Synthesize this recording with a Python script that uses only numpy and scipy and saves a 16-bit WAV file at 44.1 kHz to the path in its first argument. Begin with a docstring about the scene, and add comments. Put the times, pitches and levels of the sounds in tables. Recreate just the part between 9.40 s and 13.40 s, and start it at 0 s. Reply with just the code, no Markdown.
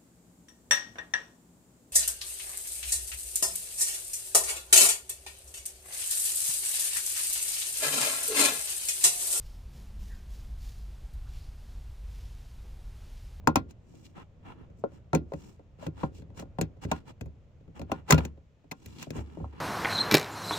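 """In a farmyard, a hand scratches a goat's neck five times with the fingertips, then strokes down it
three times with the palm. Each pass bends and releases countless short hairs, whose tiny snaps blend
into a swish. Around them are a faint wind rumble, a low hum, soft open-air hiss and two short, faint
rasping chirps. The sound is close and almost the same in both ears."""
import sys
import numpy as np
from scipy import signal
from scipy.fft import rfft, irfft
from scipy.io import wavfile
from scipy.ndimage import uniform_filter1d

SR = 44100
rng = np.random.default_rng(int(sys.argv[2]) if len(sys.argv) > 2 else 0)


def pcm_store(signal):
    """Save signal as 16-bit PCM."""
    levels = np.round(np.clip(np.atleast_2d(signal), -1, 1) * 32767)
    wavfile.write(sys.argv[1], SR, levels.astype(np.int16).T)


N = 176400
T = np.arange(N) / SR
BRISTLE_WIDTH_HZ = 1130


def from_db(db):
    """Turn decibels into a number to multiply a sound by."""
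    return 10 ** (np.asarray(db) / 20)


def rms_one(x):
    """Scale a signal so that its average level (rms) is 1."""
    return x / np.sqrt(np.mean(x ** 2) + 1e-20)


def shaped(x, colour):
    """Make each frequency louder or softer, following a curve through points of Hz and dB."""
    hz, db = np.transpose(colour)
    bins_hz = np.maximum(np.arange(N // 2 + 1) * SR / N, 1)
    gain = from_db(np.interp(np.log(bins_hz), np.log(hz), db))
    return irfft(rfft(x) * gain, N)


def noise(colour):
    """Noise with the given tone colour, at level 1."""
    return rms_one(shaped(rng.standard_normal(N), colour))


def narrow(hz, width_hz):
    """Noise gathered around one pitch, which may move, at level 1."""
    phase = 2 * np.pi * np.cumsum(hz * np.ones(N)) / SR
    smoothing = signal.butter(2, width_hz / 2, fs=SR, output="sos")
    a, b = signal.sosfilt(smoothing, rng.standard_normal((2, N)))
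    return rms_one(a * np.cos(phase) + b * np.sin(phase))


def drift(per_s):
    """A random wobble of typical size 1 that changes about per_s times a second."""
    bins_hz = np.arange(N // 2 + 1) * SR / N
    slow = irfft(rfft(rng.standard_normal(N)) / (1 + (bins_hz / per_s) ** 2), N)
    return rms_one(slow - slow.mean())


def steady(x, window_s=.12):
    """Even out slow swings in loudness, holding the level near 1."""
    size = int(window_s * SR)
    return x / np.sqrt(uniform_filter1d(uniform_filter1d(x ** 2, size), size))


def swell(start, rise, fall, db):
    """A loudness curve that rises to a rounded peak and falls to silence; times are in seconds."""
    up = np.clip((T - start) / rise, 0, 1)
    down = np.clip((T - start - rise) / fall, 0, 1)
    return from_db(db) * np.sin(up * np.pi / 2) * (1 - down) ** 1.08


def coat(speed, colour, spread_db=4.5, snap_share=.33):
    """Hairs bend and snap free. 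A faster hand frees more of them and makes a louder swish."""
    hairs_per_s = 1500 + 2500 * speed / speed.max()
    sizes = from_db(spread_db * np.minimum(rng.exponential(1, N), 5)) * rng.choice([-1, 1], N)
    snaps = rms_one(sizes * (rng.random(N) < hairs_per_s / SR))
    friction = np.sqrt(snap_share) * snaps + np.sqrt(1 - snap_share) * rng.standard_normal(N)
    return speed * rms_one(shaped(friction, colour))


def fingertips(snag_db=.65):
    """Quick, bristly scratches through the coat, with the skin rubbing dully underneath."""
    # Each row: start, rise and fall in seconds, peak in dB, bristle pitch in Hz, bristle peak in dB.
    scratches = [(-.05, .11, .25, -65.8, 5050, -72), (.305, .075, .16, -64.9, 5150, -75),
                 (.58, .05, .29, -63.4, 5400, -76), (.88, .07, .19, -63.3, 5100, -73),
                 (1.17, .085, .29, -61.2, 4750, -70)]
    # One long rub of the skin: start, rise and fall in seconds, peak in dB.
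    skin_rub = (.05, .25, 2.1, -59)
    # The tone of the hair and of the skin. Each row: frequency in Hz, relative level in dB.
    hair_colour = [(500, -13), (1500, -11), (2700, -3.5), (4000, -3), (5200, -3.5), (6900, -3.5),
                   (8200, -9), (12000, -10.5), (15500, -8.5)]
    skin_colour = [(60, -27), (130, 4.5), (200, 6.5), (280, -11), (500, -16), (1500, -39.5)]
    speed = bristles = 0
    for start, rise, fall, db, bristle_hz, bristle_db in scratches:
        speed += swell(start, rise, fall, db)
        bristles += swell(start, rise, fall, bristle_db) * narrow(bristle_hz, BRISTLE_WIDTH_HZ)
    snags = from_db(snag_db * drift(per_s=55))   # the coat catches and lets go unevenly
    return snags * (coat(speed, hair_colour) + bristles) + swell(*skin_rub) * noise(skin_colour)


def low_hum(waver_db=1.0, wander_radians=.088):
    """Four low tones, each wavering a little in loudness and pitch."""
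    # Each row: pitch in Hz, level in dB.
    tones = [(51, -47.5), (129, -68), (151, -70.5), (184, -76.5)]
    hum = 0
    for hz, db in tones:
        level = from_db(db + waver_db * drift(1.9))
        phase = 2 * np.pi * hz * T + wander_radians * drift(.65)
        hum += level * np.sqrt(2) * np.sin(phase)
    return hum


def wind_and_hum(wind_db=-42.5):
    """Light wind rumbles over the hum, and their deepest parts swell and sink together."""
    # The tone of the wind. Each row: frequency in Hz, relative level in dB.
    wind_colour = [(10, -12.5), (23, -3), (42, -0.5), (70, -5), (95, -13), (125, -18), (170, -34.5),
                   (320, -49.5), (700, -73.5)]
    # The deep part that swells. Each row: frequency in Hz, how much is let through in dB.
    gust_reach = [(58, 0), (85, -6.5), (150, -29.5)]
    # Each row: time in seconds, change in that deep part's level in dB.
    gusts = [(0, 0), (.2, -1.5), (.45, -2.5), (.6, 3.8), (.8, 1.2), (.95, -1.5), (1.07, 3.8), (1.22, 2.7),
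             (1.37, -.5), (1.62, -.8), (1.73, 3), (2.0, 2.5), (2.13, -2.3), (2.29, -2), (2.38, 1.5),
             (2.87, .5), (3.07, -4.5), (3.52, .3), (3.73, -2), (3.9, 1)]
    rumble = from_db(wind_db) * steady(noise(wind_colour)) + low_hum()
    gust_gain = from_db(np.interp(T, *np.transpose(gusts)))
    return rumble + (gust_gain - 1) * shaped(rumble, gust_reach)


def open_air(db=-58.5, swing_db=.47):
    """The soft, nearly even hiss of the outdoors."""
    # Each row: frequency in Hz, relative level in dB.
    air_colour = [(60, 9.5), (120, 15), (170, 8), (230, 7.5), (310, 0.5), (400, 0.5), (560, -2.5),
                  (780, -2), (1150, -6.5), (2000, -9.5), (3200, -10), (5000, -12.5), (8000, -17),
                  (12000, -20.5), (15500, -23)]
    return from_db(db + swing_db * drift(3.7)) * noise(air_colour)


def hand_rustles():
    """The hand and the coat rustle softly and dully against each other."""
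    # Each row: start, rise and fall in seconds, peak in dB.
    rustles = [(.32, .05, .13, -63.5), (.65, .05, .1, -66), (.92, .06, .12, -67), (1.56, .1, .16, -69),
               (2.74, .06, .08, -69), (3.24, .025, .05, -63), (3.34, .06, .08, -69)]
    # Each row: frequency in Hz, relative level in dB.
    rustle_colour = [(100, -12), (220, -1), (320, -2), (430, 1), (650, -10), (1500, -19), (4000, -26),
                     (12000, -38)]
    return sum(swell(*row) for row in rustles) * noise(rustle_colour)


def chirps(sag_hz_per_s=2600):
    """Two short rasps, each a narrow band of noise that slides down in pitch."""
    # Each row: start, rise and fall in seconds, pitch at the peak and width in Hz, peak in dB.
    rasps = [(.683, .055, .048, 1710, 290, -61.8), (1.85, .025, .035, 1300, 450, -66.5)]
    sound = 0
    for start, rise, fall, hz, width_hz, db in rasps:
        pitch = hz - sag_hz_per_s * np.clip(T - start - rise, -rise / 2, fall)
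        sound += swell(start, rise, fall, db) * narrow(pitch, width_hz)
    return sound


def yard_echo(x, echo_db=-4, fade_s=1.5, cutoff_hz=1620):
    """Add the faint, dull, blurred echo that fences and sheds throw back."""
    tail = rng.standard_normal(N) * from_db(-60 * T / fade_s)
    tail /= np.sqrt(np.sum(tail ** 2))
    dull = signal.sosfilt(signal.butter(6, cutoff_hz, fs=SR, output="sos"), x)
    return x + from_db(echo_db) * signal.fftconvolve(dull, tail)[:N]


def hand_landing():
    """One fine, bright brush as the hand lands on the hair tips."""
    # The brush: start, rise and fall in seconds, peak in dB.
    touch = (1.728, .014, .019, -65.8)
    # Each row: frequency in Hz, relative level in dB.
    touch_colour = [(1500, -12), (5000, -4), (9500, -4.5), (13000, 0), (15500, 0)]
    return coat(swell(*touch), touch_colour)


def palm(uneven_db=.2, bristle_lag_s=.057):
    """Long, soft strokes run down the neck and over the shoulder, bristling once the palm presses in."""
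    # Each row: start, rise and fall in seconds, neck peak and shoulder peak in dB,
    # bristle pitch in Hz, bristle peak in dB.
    strokes = [(1.85, .13, .21, -64.4, -75, 4500, -70), (2.65, .14, .29, -65.3, -70, 5300, -74),
               (3.55, .24, .33, -67.5, -78, 5000, -81)]
    # Each row: frequency in Hz, relative level in dB.
    palm_colour = [(500, -21), (1500, -8.5), (2700, -2), (4700, -4), (6800, -6.5), (8200, -11.5),
                   (12000, -13.5), (15500, -16)]
    power = bristles = 0
    for start, rise, fall, neck_db, shoulder_db, bristle_hz, bristle_db in strokes:
        neck = swell(start, rise, fall, neck_db)
        shoulder = swell(start + rise, rise=.29, fall=.26, db=shoulder_db)
        power += neck ** 2 + shoulder ** 2
        bristle_level = swell(start + bristle_lag_s, rise, fall / 2, bristle_db)
        bristles += bristle_level * narrow(bristle_hz, BRISTLE_WIDTH_HZ)
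    speed = np.sqrt(power) * from_db(uneven_db * drift(45))
    return coat(speed, palm_colour) + bristles


def scene(side_lag_s=.012):
    """Everything sits in the centre; a faint, late copy widens the high sounds a little."""
    # The late copy. Each row: frequency in Hz, level in dB compared with the centre.
    side_colour = [(30, -55), (80, -58.5), (180, -27.5), (700, -38.5), (2800, -32), (5000, -23.5),
                   (15000, -19.5)]
    goat = fingertips() + hand_rustles() + hand_landing() + palm()
    yard = wind_and_hum() + open_air() + yard_echo(chirps())
    centre = goat + yard
    side = np.interp(T - side_lag_s, T, shaped(centre, side_colour))
    return np.array([centre + side, centre - side])


def record(dry, lowest_hz=12, highest_hz=15300):
    """Cut away the very deepest rumble and the very highest hiss."""
    low_cut = signal.butter(2, lowest_hz, "high", fs=SR, output="sos")
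    top_cut = signal.ellip(14, .1, 80, highest_hz, fs=SR, output="sos")
    return signal.sosfilt(top_cut, signal.sosfilt(low_cut, dry))


dry = scene()
out = record(dry)
pcm_store(out)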